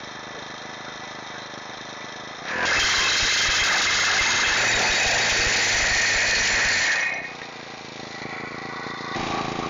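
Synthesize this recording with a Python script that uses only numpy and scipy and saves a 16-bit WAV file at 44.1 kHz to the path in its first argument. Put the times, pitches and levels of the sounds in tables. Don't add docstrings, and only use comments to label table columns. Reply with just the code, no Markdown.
import sys
import numpy as np
from scipy import signal
from scipy.io import wavfile
from scipy.ndimage import uniform_filter1d, minimum_filter1d

SR = 44100
rng = np.random.default_rng(int(sys.argv[2]) if len(sys.argv) > 2 else 0)


def transcribe(signal):
    frames = np.atleast_2d(signal).T
    limited = np.clip(frames, -1, 1)
    pcm = np.round(limited * 32767).astype(np.int16)
    wavfile.write(sys.argv[1], SR, pcm)


def to_linear_factor(level_db):
    exponent = np.asarray(level_db, float) / 20
    return 10 ** exponent


N = 427329


def evened(x):
    return x / np.sqrt(np.mean(x ** 2) + 1e-20)


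def wander(samples):
    return evened(uniform_filter1d(rng.standard_normal(N), samples))


def band(x, lo_hz, hi_hz):
    return signal.sosfilt(signal.butter(3, [lo_hz, hi_hz], "band", fs=SR, output="sos"), x)


def modes(table, seconds):
    t = np.arange(int(seconds * SR)) / SR
    return sum(to_linear_factor(db - 60 * t / t60) * np.sin(2 * np.pi * hz * t) for hz, db, t60 in table)


def bump(t, at_ms, width_ms):
    return np.exp(-((1000 * t - at_ms) / width_ms) ** 2)


def resonate(x, hz, width):
    turn = np.exp(2j * np.pi * np.cumsum(hz) / SR)
    r = np.exp(-np.pi * width / SR)
    return 2 * (turn * signal.lfilter([(1 - r) ** 2], [1, -2 * r, r * r], x / turn)).real


def swells(rows):
    return sum(db * np.exp(-((np.arange(N) / SR - s) / length) ** 2) for s, db, length in rows)


# start in seconds, blend in seconds.
POSES = [(0, .002), (2.48, .04), (2.655, .002), (3.62, .12), (4.575, .002), (5.7, .2), (6.98, .16),
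         (7.28, .06), (8.1, .15), (8.72, .2), (9.148, .002), (9.7, .002)]


def posed(values):
    t = np.arange(N) / SR
    starts = [(-1, 0)] + POSES[1:]
    return sum(v * np.interp(t, [t0 - rise, t0 + rise, t1 - fall, t1 + fall], [0, 1, 1, 0])
               for v, (t0, rise), (t1, fall) in zip(values, starts, POSES[1:]))


# time in seconds, firings per second.
IDLES = [
    [(0.036, 25.57), (0.95, 26.44), (1.5, 25.46), (2.15, 25.9), (2.4, 27.55), (2.56, 43.25)],
    [(7.001, 33.41), (7.45, 28.55), (8.0, 26.76), (8.85, 28.3), (9.145, 28.0)],
    [(9.16, 27.9)],
]
# time in seconds, firings per second.
LOADED = [(2.88, 44), (3.22, 51.6), (3.6, 45.8), (4.55, 48), (4.6, 60), (4.93, 51.5), (5.3, 56.5),
          (5.72, 50.3), (6.7, 50)]


def speed():
    return np.interp(np.arange(N) / SR, *np.transpose(sorted(sum(IDLES, LOADED))))


def turns(rate, starts):
    t, count, total = np.arange(N) / SR, np.zeros(N), np.cumsum(rate) / SR
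    for k, s in enumerate(starts):
        later = t >= (s - .012 if k else 0)
        count[later] = (total - np.interp(s, t, total))[later] + 1000 * k + 1000
    return count


def beats(count):
    return np.diff(np.floor(count), prepend=0) == 1


# time in seconds, metal rattle in dB.
EFFORT = [(0, -42.5), (2.431, -42), (2.52, -36.5), (2.65, -29.5), (2.8, -20.5), (3.65, -23), (4.6, -21),
          (5.5, -23), (6.86, -25.5), (6.97, -29), (7.16, -34.5), (7.3, -44.5), (8.1, -42.5), (8.33, -36.5),
          (8.65, -43), (9.14, -38.5), (9.15, -35.5), (9.69, -40)]


def rattle_db():
    return np.interp(np.arange(N) / SR, *np.transpose(EFFORT))


ROAR_DB = [4, 5.3, -5, -5, -4, -1, -0.5, 4, 2, 5, 6]
# start in seconds, extra roar in dB, length in seconds.
SURGES = [(2.72, 7, 0.07), (3.76, 5.5, 0.072), (4.2, 1, 0.23), (4.55, 1.5, 0.15), (4.84, 2.5, 0.067),
          (6.15, 3, 0.15), (6.62, 4.5, 0.14), (5.1, -0.5, 0.069), (7.1, 1, 0.15), (8.0, -4, 0.32),
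          (8.44, 2, 0.068), (8.8, 0.5, 0.067), (9.37, 2, 0.043)]


def roar_db():
    return rattle_db() + posed(ROAR_DB) + swells(SURGES)


# frequency in Hz, level in dB per Hz.
RESTING = [
    [(260, -53), (450, -3.5), (1710, -3), (2970, -14), (3720, -1), (4740, -16), (5840, -6), (7200, -22.5)],
    [(180, -38), (300, -19), (524, -9), (771, -9), (1670, -13), (2390, -13), (7200, -25.5)],
]
HAMMERING = [
    [(71, -49.5), (120, -14), (385, -5.5), (2100, -2.5), (2360, -5), (2850, -4.5), (3890, -3), (7200, -4)],
    [(71, -38), (120, -10.5), (385, -6), (2100, -0.5), (2360, -4.5), (2850, -3.5), (3890, 0.5),
     (7200, -3.5)],
    [(71, -48), (120, -16), (750, 0.5), (1190, -8), (1830, 5), (2900, -3), (5960, -4.5), (7200, -2.5)],
    [(71, -48.5), (120, -15), (319, -15.5), (689, -8), (1230, -14.5), (1860, 0), (3600, -6), (7200, -2)],
    [(260, -71), (450, -7), (1440, -11.5), (1850, -0.5), (3230, -17), (6050, -23), (7200, -30.5)],
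]
CARRIED = [
    [(260, -50), (450, -16), (794, -16), (1030, -17), (2900, -19), (4220, -17.5), (7200, -26)],
    [(260, -40), (450, -4), (1130, -12), (1310, 2), (2280, -8), (2750, -19), (7200, -25)],
    [(260, -41), (450, -17), (581, -28), (1100, -15), (1960, -18), (2800, -30), (4600, -22), (7200, -33)],
    [(260, -10.5), (450, -6), (477, -39), (1150, -12), (1610, -10.5), (3760, -11), (7200, -17.5)],
]
# frequency in Hz, width in Hz.
RESTING_RINGS = [
    [(754, 90), (1235, 40), (1735, 100), (1987, 60), (2290, 150), (2595, 80), (3215, 90), (3625, 85),
     (3850, 250), (4120, 250), (5280, 130), (5630, 100), (5800, 50), (6100, 200)],
    [(508, 95), (990, 79), (1650, 350), (2620, 66)],
]
HAMMERING_RINGS = [
    [(1620, 260), (2092, 80), (2615, 80), (3192, 100), (3795, 75), (3995, 45), (4265, 75), (5085, 65),
     (5580, 70), (6490, 80)],
    [(1285, 100), (1680, 220), (2090, 75), (2610, 125), (3200, 105), (3800, 110), (5100, 105), (5570, 65),
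     (6480, 105), (7050, 65)],
    [(770, 230), (1860, 150), (2090, 65), (2520, 100), (3810, 105), (4480, 400), (5880, 110), (7100, 110)],
    [(690, 400), (1845, 160), (2270, 340), (2500, 120), (4330, 450), (5880, 230), (7110, 90)],
    [(802, 200), (1850, 85), (2180, 100), (2490, 25), (4050, 260), (5850, 75)],
]
CARRIED_RINGS = [
    [(775, 65), (1630, 60), (1962, 150), (2340, 150), (3680, 140), (4090, 320), (4570, 80), (5615, 95)],
    [(791, 110), (960, 40), (1100, 80), (1480, 50), (1960, 90), (2300, 75), (3470, 65), (4150, 600),
     (4580, 250)],
    [(760, 90), (850, 50), (965, 50), (1128, 95), (1480, 90), (1955, 140), (3570, 120), (3790, 150),
     (4200, 320), (5290, 60)],
    [(786, 200), (1140, 110), (1920, 115), (2340, 120), (3120, 130), (3840, 270), (4550, 150), (5250, 170)],
]
RINGS_DB = [
    [-5.5, -5.5, -2, -4.5, -29.5, -17.5, -6, -4.5, -13.5, -11, -9.5, -22, -12, -19.5],
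    [-2.5, 0, 4, -21],
    [-1.5, 2, 1, 2, -3.5, -1.5, -4, -4.5, -9.5, -5.5],
    [-10.5, 1.5, 2, -0.5, -4.5, -6, -12.5, -18, -3, -8],
    [-14.5, -1.5, -5.5, 0.5, -5, -7, -4, -3.5],
    [-22.5, 5.5, -5, -6.5, -3, -5, -1.5],
    [-19.5, 2.5, 0.5, 5.5, -13, -18],
    [-10.5, -13, -16.5, -18, -14, -18, -23, -16.5],
    [3.5, -4, 3, 8, 2, -3, -10.5, -16, -18],
    [-2, -5, -3, 7, 2, 3.5, -3, -8, -7, -20],
    [-1.5, -2.5, -16, -14.5, -14, -6, -13, -23],
]
BED_DB = [-7, 2, -2, -1.5, 1.5, -1.5, -8.5, -2.5, -2, 9, -1.5]
HISS_SHARE = [0, 0, 2.6, 2.6, 2.0, 1.3, 0, 0, 0, 0, 0]


def clatter(cycle, blow, hammering):
    t = np.arange(N) / SR
    ticks = to_linear_factor(5.4 * np.minimum(rng.exponential(1, N), 4))
    ticks = ticks * (rng.random(N) < 2500 / SR) * rng.choice([-1, 1], N)
    drive = rng.standard_normal(N) + 0.77 * evened(ticks)
    habit = rng.standard_normal(1650)[(cycle % 1 * 1650).astype(int)] * (1 - hammering)
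    valves = 1 + 1.9 * np.exp(-(cycle % 1) / 0.31) + .5 * np.exp(-((cycle - .45) % 1) / 0.34)
    valves = uniform_filter1d(valves, size=110)
    strength = to_linear_factor(2.5 * rng.standard_normal(4000)[blow.astype(int)])
    chatter = 1.6 + 2.35 * strength * np.exp(-(blow % 1) / .5)
    chatter = chatter * hammering + valves * (1 - hammering)
    bounce_db = 3.5 * hammering
    flutter = to_linear_factor(.8 * wander(1800)) * to_linear_factor(bounce_db * wander(260))
    hiss = rising_hiss(blow, hammering)
    low, high = np.zeros(N), np.zeros(N)
    poses = zip(POSES, POSES[1:], RESTING + HAMMERING + CARRIED,
                RESTING_RINGS + HAMMERING_RINGS + CARRIED_RINGS, RINGS_DB, BED_DB, HISS_SHARE)
    for (t0, rise), (t1, fall), colour, places, heights, bed_db, share in poses:
        a, b = max(round((t0 - rise) * SR), 0), min(round((t1 + fall) * SR), N)
        gate = np.interp(np.arange(a, b) / SR, [t0 - rise, t0 + rise, t1 - fall, t1 + fall], [0, 1, 1, 0])
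        gate = np.sqrt(gate)
        held = np.sqrt(np.mean(gate ** 2))
        rings = [(hz, width, db) for (hz, width), db in zip(places, heights)]
        taps = body(colour, rings, bed_db)
        shaking = (drive + habit) * valves ** 0.55 + share * hiss
        striking = drive[::-1] * chatter * flutter + share * hiss
        roar = signal.oaconvolve(shaking[a:b] * gate, taps)[:N - a]
        ring = evened(signal.oaconvolve(striking[a:b] * gate, taps)[:N - a])
        if hammering[a:b].any():
            ring[:b - a] += 0.59 * struck(drive[a:b], blow[a:b], rings) * (gate * hammering[a:b])
        if share == 0:
            casing = band(roar, 1300, 2750) / np.std(band(roar, 1900, 2600))
            ring = band(ring, 2600, 7600) - np.std(band(ring, 1900, 2600)) * casing
        low[a:a + len(roar)] += held * band(roar, 25, 1900) / np.std(band(roar, 600, 1900))
        high[a:a + len(ring)] += held * evened(band(ring, 1900, 7600))
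    sunk = np.interp(t, [3.8, 4.2, 4.57, 4.6], [0, 0.15, 0.46, 0.0])
    treble = signal.sosfiltfilt(signal.butter(2, 3000, "high", fs=SR, output="sos"), high)
    return to_linear_factor(roar_db()) * low + to_linear_factor(rattle_db()) * (high - sunk * treble)


def rising_hiss(blow, hammering):
    stroke = blow + .22
    number = stroke.astype(int)
    force, pitch = rng.standard_normal((4000, 2)).T
    hz = 1380 * to_linear_factor(4.2 * (stroke % 1) + .6 * np.clip(pitch[number], -1.5, 1.5))
    hz = hz * to_linear_factor(.6 * wander(350))
    hiss = evened(resonate(rng.standard_normal(N), hz, 520)) * hammering * .3
    return hiss * to_linear_factor(1.5 * force[number]) * np.interp(np.arange(N) / SR, [4.1, 4.4], [1, .6])


# frequency in Hz, level in dB per Hz.
DULL_TOP = [(9360, -55), (15800, -120)]


def body(colour, rings, bed_db):
    hz = np.abs(np.fft.fftfreq(8192, 1 / SR))
    f, db = np.transpose(colour + DULL_TOP)
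    power = to_linear_factor(2 * (np.interp(np.log(hz + 1), np.log(f), db) + bed_db))
    for f0, width, top_db in rings:
        power = power + to_linear_factor(2 * top_db) / (1 + (2 * (hz - f0) / width) ** 2) ** 2
    log_gain = np.log(power + 1e-9) / 2
    return np.fft.ifft(np.exp(log_gain - 1j * signal.hilbert(log_gain).imag)).real[:4096]


def struck(drive, blow, rings):
    out = np.zeros(len(drive))
    for hz, width, db in rings:
        if hz > 1900:
            share = to_linear_factor(db + 5 * np.clip(rng.standard_normal(4000), -2, 2))[blow.astype(int)]
            peak = signal.iirpeak(hz, hz / max(width * 0.87, 45), SR)
            out += signal.lfilter(*peak, drive * share * np.exp(-(blow % 1) / 1.24))
    return evened(out)


# pitch in Hz, level in dB, t60 in seconds.
TUBE = [(1860, -2, 0.15), (2490, -12, 0.5), (2180, -10, 0.1)]
# pitch in Hz, level in dB, t60 in seconds.
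BARREL = [(5855, 0, 0.06), (4280, -14, 0.03)]
# start in seconds, peak in dB, share of bright modes, share of crack,
# extra damping in dB per second.
CLINKS = [(2.487, -27, .5, .5, 200), (2.515, -24, .3, .3, 200), (2.54, -25, .2, .3, 200),
          (6.889, -14, .1, .2, 600), (6.905, -9, .2, .5, 300), (6.968, -13, .05, .3, 500),
          (6.995, -15, .05, .8, 800), (7.008, -24, 1.5, .1, 200), (7.028, -13, .05, .3, 300),
          (7.052, -17, .05, .2, 600), (7.09, -19, .05, .2, 600), (7.137, -23, .1, .9, 500),
          (7.143, -30, 1.5, .05, 900), (7.176, -25, .03, .5, 900), (7.194, -23, .05, .2, 700),
          (7.243, -23, .02, .08, 50), (7.417, -18, .02, .2, 1400), (7.43, -29, .02, .05, 100)]


def knocks():
    out = np.zeros(N)
    t = np.arange(int(.6 * SR)) / SR
    for s, peak_db, bright, crack, damp_db in CLINKS:
        snap = band(rng.standard_normal(len(t)), 1200, 7000) * to_linear_factor(-60 * t / 0.051)
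        knock = modes(TUBE, .6) + bright * modes(BARREL, .6) + crack * snap
        knock = to_linear_factor(peak_db - 5.5 - damp_db * t) * knock
        out[round(s * SR):][:len(knock)] += knock
    return out


def thin_line(blow, hammering):
    late = np.arange(N) > POSES[5][0] * SR
    hits = beats(blow) * hammering * late * rng.standard_normal(N)
    return to_linear_factor(-34.5) * signal.oaconvolve(hits, modes([(2490, 0, 0.59)], 0.91))[:N]


POP_DB = [-45.5, -38, -48, -60, -36.5, -60.5, -45, -45.5, -39.5, -39.5, -33.5]
# start in seconds, extra pop in dB, length in seconds.
COUGHS = [
    (2.52, -2.5, 0.058),
    (2.72, 6, 0.09),
    (3.246, 19.5, 0.027),
    (3.85, 18, 0.13),
    (4.96, 0.5, 0.089),
    (7.966, 4, 0.083),
]


def pops(cycle):
    t = (np.arange(1400) - 300) / SR
    exhaust = -bump(t, -0.91, 0.62) + 0.43 * bump(t, 0.19, 1.0)
    exhaust += -0.07 * bump(t, 1.2, 0.13) + 0.15 * bump(t, 0.64, 0.45)
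    intake = 0.5 * bump(t, -0.65, 0.91) - 0.7 * bump(t, 0.23, 0.48) + 0.13 * bump(t, 1.0, 0.22)
    after = np.maximum(t, 0)
    muffler = .15 * (t > 0) * np.sin(2 * np.pi * 770 * after) * to_linear_factor(-60 * after / 0.091)
    out = np.zeros(N)
    for shape, lag, spread_db in ((exhaust + muffler, 0, 2.2), (intake + 0.21 * muffler, .285, 1.5)):
        size = to_linear_factor(spread_db * uniform_filter1d(rng.standard_normal(N), 400) * 20)
        out += signal.oaconvolve(beats(cycle - lag) * size, shape)[300:N + 300]
    rms = np.sqrt(uniform_filter1d(band(out, 100, 450) ** 2, 9000) + 1e-9)
    return to_linear_factor(posed(POP_DB) + swells(COUGHS)) * band(out, 78, 7000) / rms


# multiple of the firing rate, level in dB.
ORDERS_DB = [(2, -42.5), (4, -46), (5, -48), (6, -71), (7, -51.5), (8, -62), (9, -45.5)]


def drone(cycle, hammering):
    late_db = np.where(np.arange(N) > POSES[4][0] * SR, 0, -4.0)
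    out = np.zeros(N)
    for order, db in ORDERS_DB:
        out += to_linear_factor(db + 2.5 * wander(7000)) * np.sin(2 * np.pi * (order * cycle + rng.random()))
    return out * to_linear_factor(late_db) * hammering ** 3


# start in seconds, peak in dB, sign.
JOLTS = [(2.785, -32, 1.0), (2.836, -32, -1.0), (2.984, -30, -1.0), (3.23, -27.5, -1.0),
         (3.488, -26.5, -1.0), (3.619, -30.5, -1.0), (4.213, -28.5, -1.0), (4.476, -34.5, -1.0),
         (4.519, -35, -1.0), (4.752, -27.5, -1.0), (4.9, -27.5, -1.0), (5.065, -26.5, 1.0),
         (5.138, -36.5, 1.0), (5.321, -31.5, -1.0), (5.394, -27, -1.0), (5.469, -23.5, -1.0),
         (5.746, -28, -1.0), (5.789, -32.5, -1.0), (5.829, -23.5, -1.0), (5.873, -39.5, -1.0),
         (5.916, -26.5, -1.0), (5.962, -32.5, 1.0), (6.16, -26, -1.0), (6.285, -33, -1.0),
         (6.369, -32, -1.0), (6.41, -32, 1.0), (6.539, -28.5, -1.0), (6.658, -28.5, -1.0)]


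def jolts(blow, hammering):
    t = (np.arange(2400) - 600) / SR
    shape = bump(t, 0, 2.63) - 0.56 * bump(t, 8.8, 6.4)
    train = beats(blow) * hammering * to_linear_factor(-42) * rng.standard_normal(N)
    for s, peak_db, sign in JOLTS:
        train[round(s * SR)] += sign * to_linear_factor(peak_db + 2.0)
    return signal.oaconvolve(train, shape)[600:N + 600]


def thunks(blow):
    hits = beats(blow) * to_linear_factor(6.3 * rng.standard_normal(N))
    sinking = np.interp(np.arange(N) / SR, [3.2, 3.45, 4.45, 4.55], [0, 1, 1, 0])
    return signal.oaconvolve(hits * sinking, modes([(1253, -25.5, 0.045)], .1))[:N]


# centre in seconds, pitch in Hz, level in dB, length
# in seconds.
HUMS = [(.38, 515, -40, 0.039), (0.885, 1440, -39.5, 0.031), (1.051, 980, -43, .03),
        (1.058, 2200, -48, 0.046), (1.323, 2260, -48, 0.043), (1.37, 1580, -41, .04),
        (1.435, 4020, -42, 0.036), (2.022, 2300, -42, 0.017), (6.921, 1770, -23.5, 0.038),
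        (9.375, 1180, -36, 0.074), (9.639, 1140, -30.5, 0.023), (2.561, 1700, -31.5, 0.062),
        (2.72, 554, -36.5, 0.066), (3.008, 1070, -32, 0.072), (3.76, 795, -31, 0.055),
        (4.148, 773, -33.5, 0.063), (4.295, 893, -34, 0.057), (4.843, 826, -28.5, 0.047),
        (5.132, 700, -28.5, 0.092), (5.443, 495, -33, 0.067), (5.956, 720, -36, 0.089),
        (6.298, 634, -36, 0.094), (7.173, 716, -38.5, 0.076)]


def hums():
    out = np.zeros(N)
    for s, hz, db, length in HUMS:
        t = np.arange(-2 * length, 2 * length, 1 / SR)
        tone = evened(resonate(rng.standard_normal(len(t)), hz + 0 * t, 220))
        out[round((s - 2 * length) * SR):][:len(t)] += to_linear_factor(db) * np.exp(-(t / length) ** 2) * tone
    return out


def breeze():
    return to_linear_factor(-58.5) * evened(band(rng.standard_normal(N), 28, 300))


def scene():
    t = np.arange(N) / SR
    cycle = turns(speed(), [idle[0][0] for idle in IDLES])
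    clutch = np.interp(t, [2.655, 3.0], [.62, 1])
    blow = turns(speed() / 2.09 * clutch, [2.655, 2.838, 4.607])
    hammering = np.interp(t, [2.65, 2.655, 6.75, 7.05], [0, 1, 1, 0])
    machine = clatter(cycle, blow, hammering) + knocks() + thin_line(blow, hammering)
    machine += pops(cycle) * (1 - .5 * hammering) + drone(cycle, hammering)
    machine += jolts(blow, hammering) + thunks(blow) + hums()
    excess = to_linear_factor(0.69 * np.maximum(rattle_db() + 31.5, 0))
    return (machine * excess + breeze())[None]


def roll_off(x):
    return signal.sosfilt(signal.butter(12, 15830, fs=SR, output="sos"), x)


def record(dry):
    peak = -minimum_filter1d(-np.abs(dry), size=61)
    squeeze = uniform_filter1d(np.minimum(1, 0.18 / (peak + 1e-9)) ** 0.84, size=41)
    edge = signal.firwin(401, 7183, window=("kaiser", 10), fs=SR)
    narrow = signal.oaconvolve(dry * squeeze, edge[None], "same")
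    return roll_off(np.clip(narrow, -0.202, 0.202))


dry = scene()
out = record(dry)
transcribe(out)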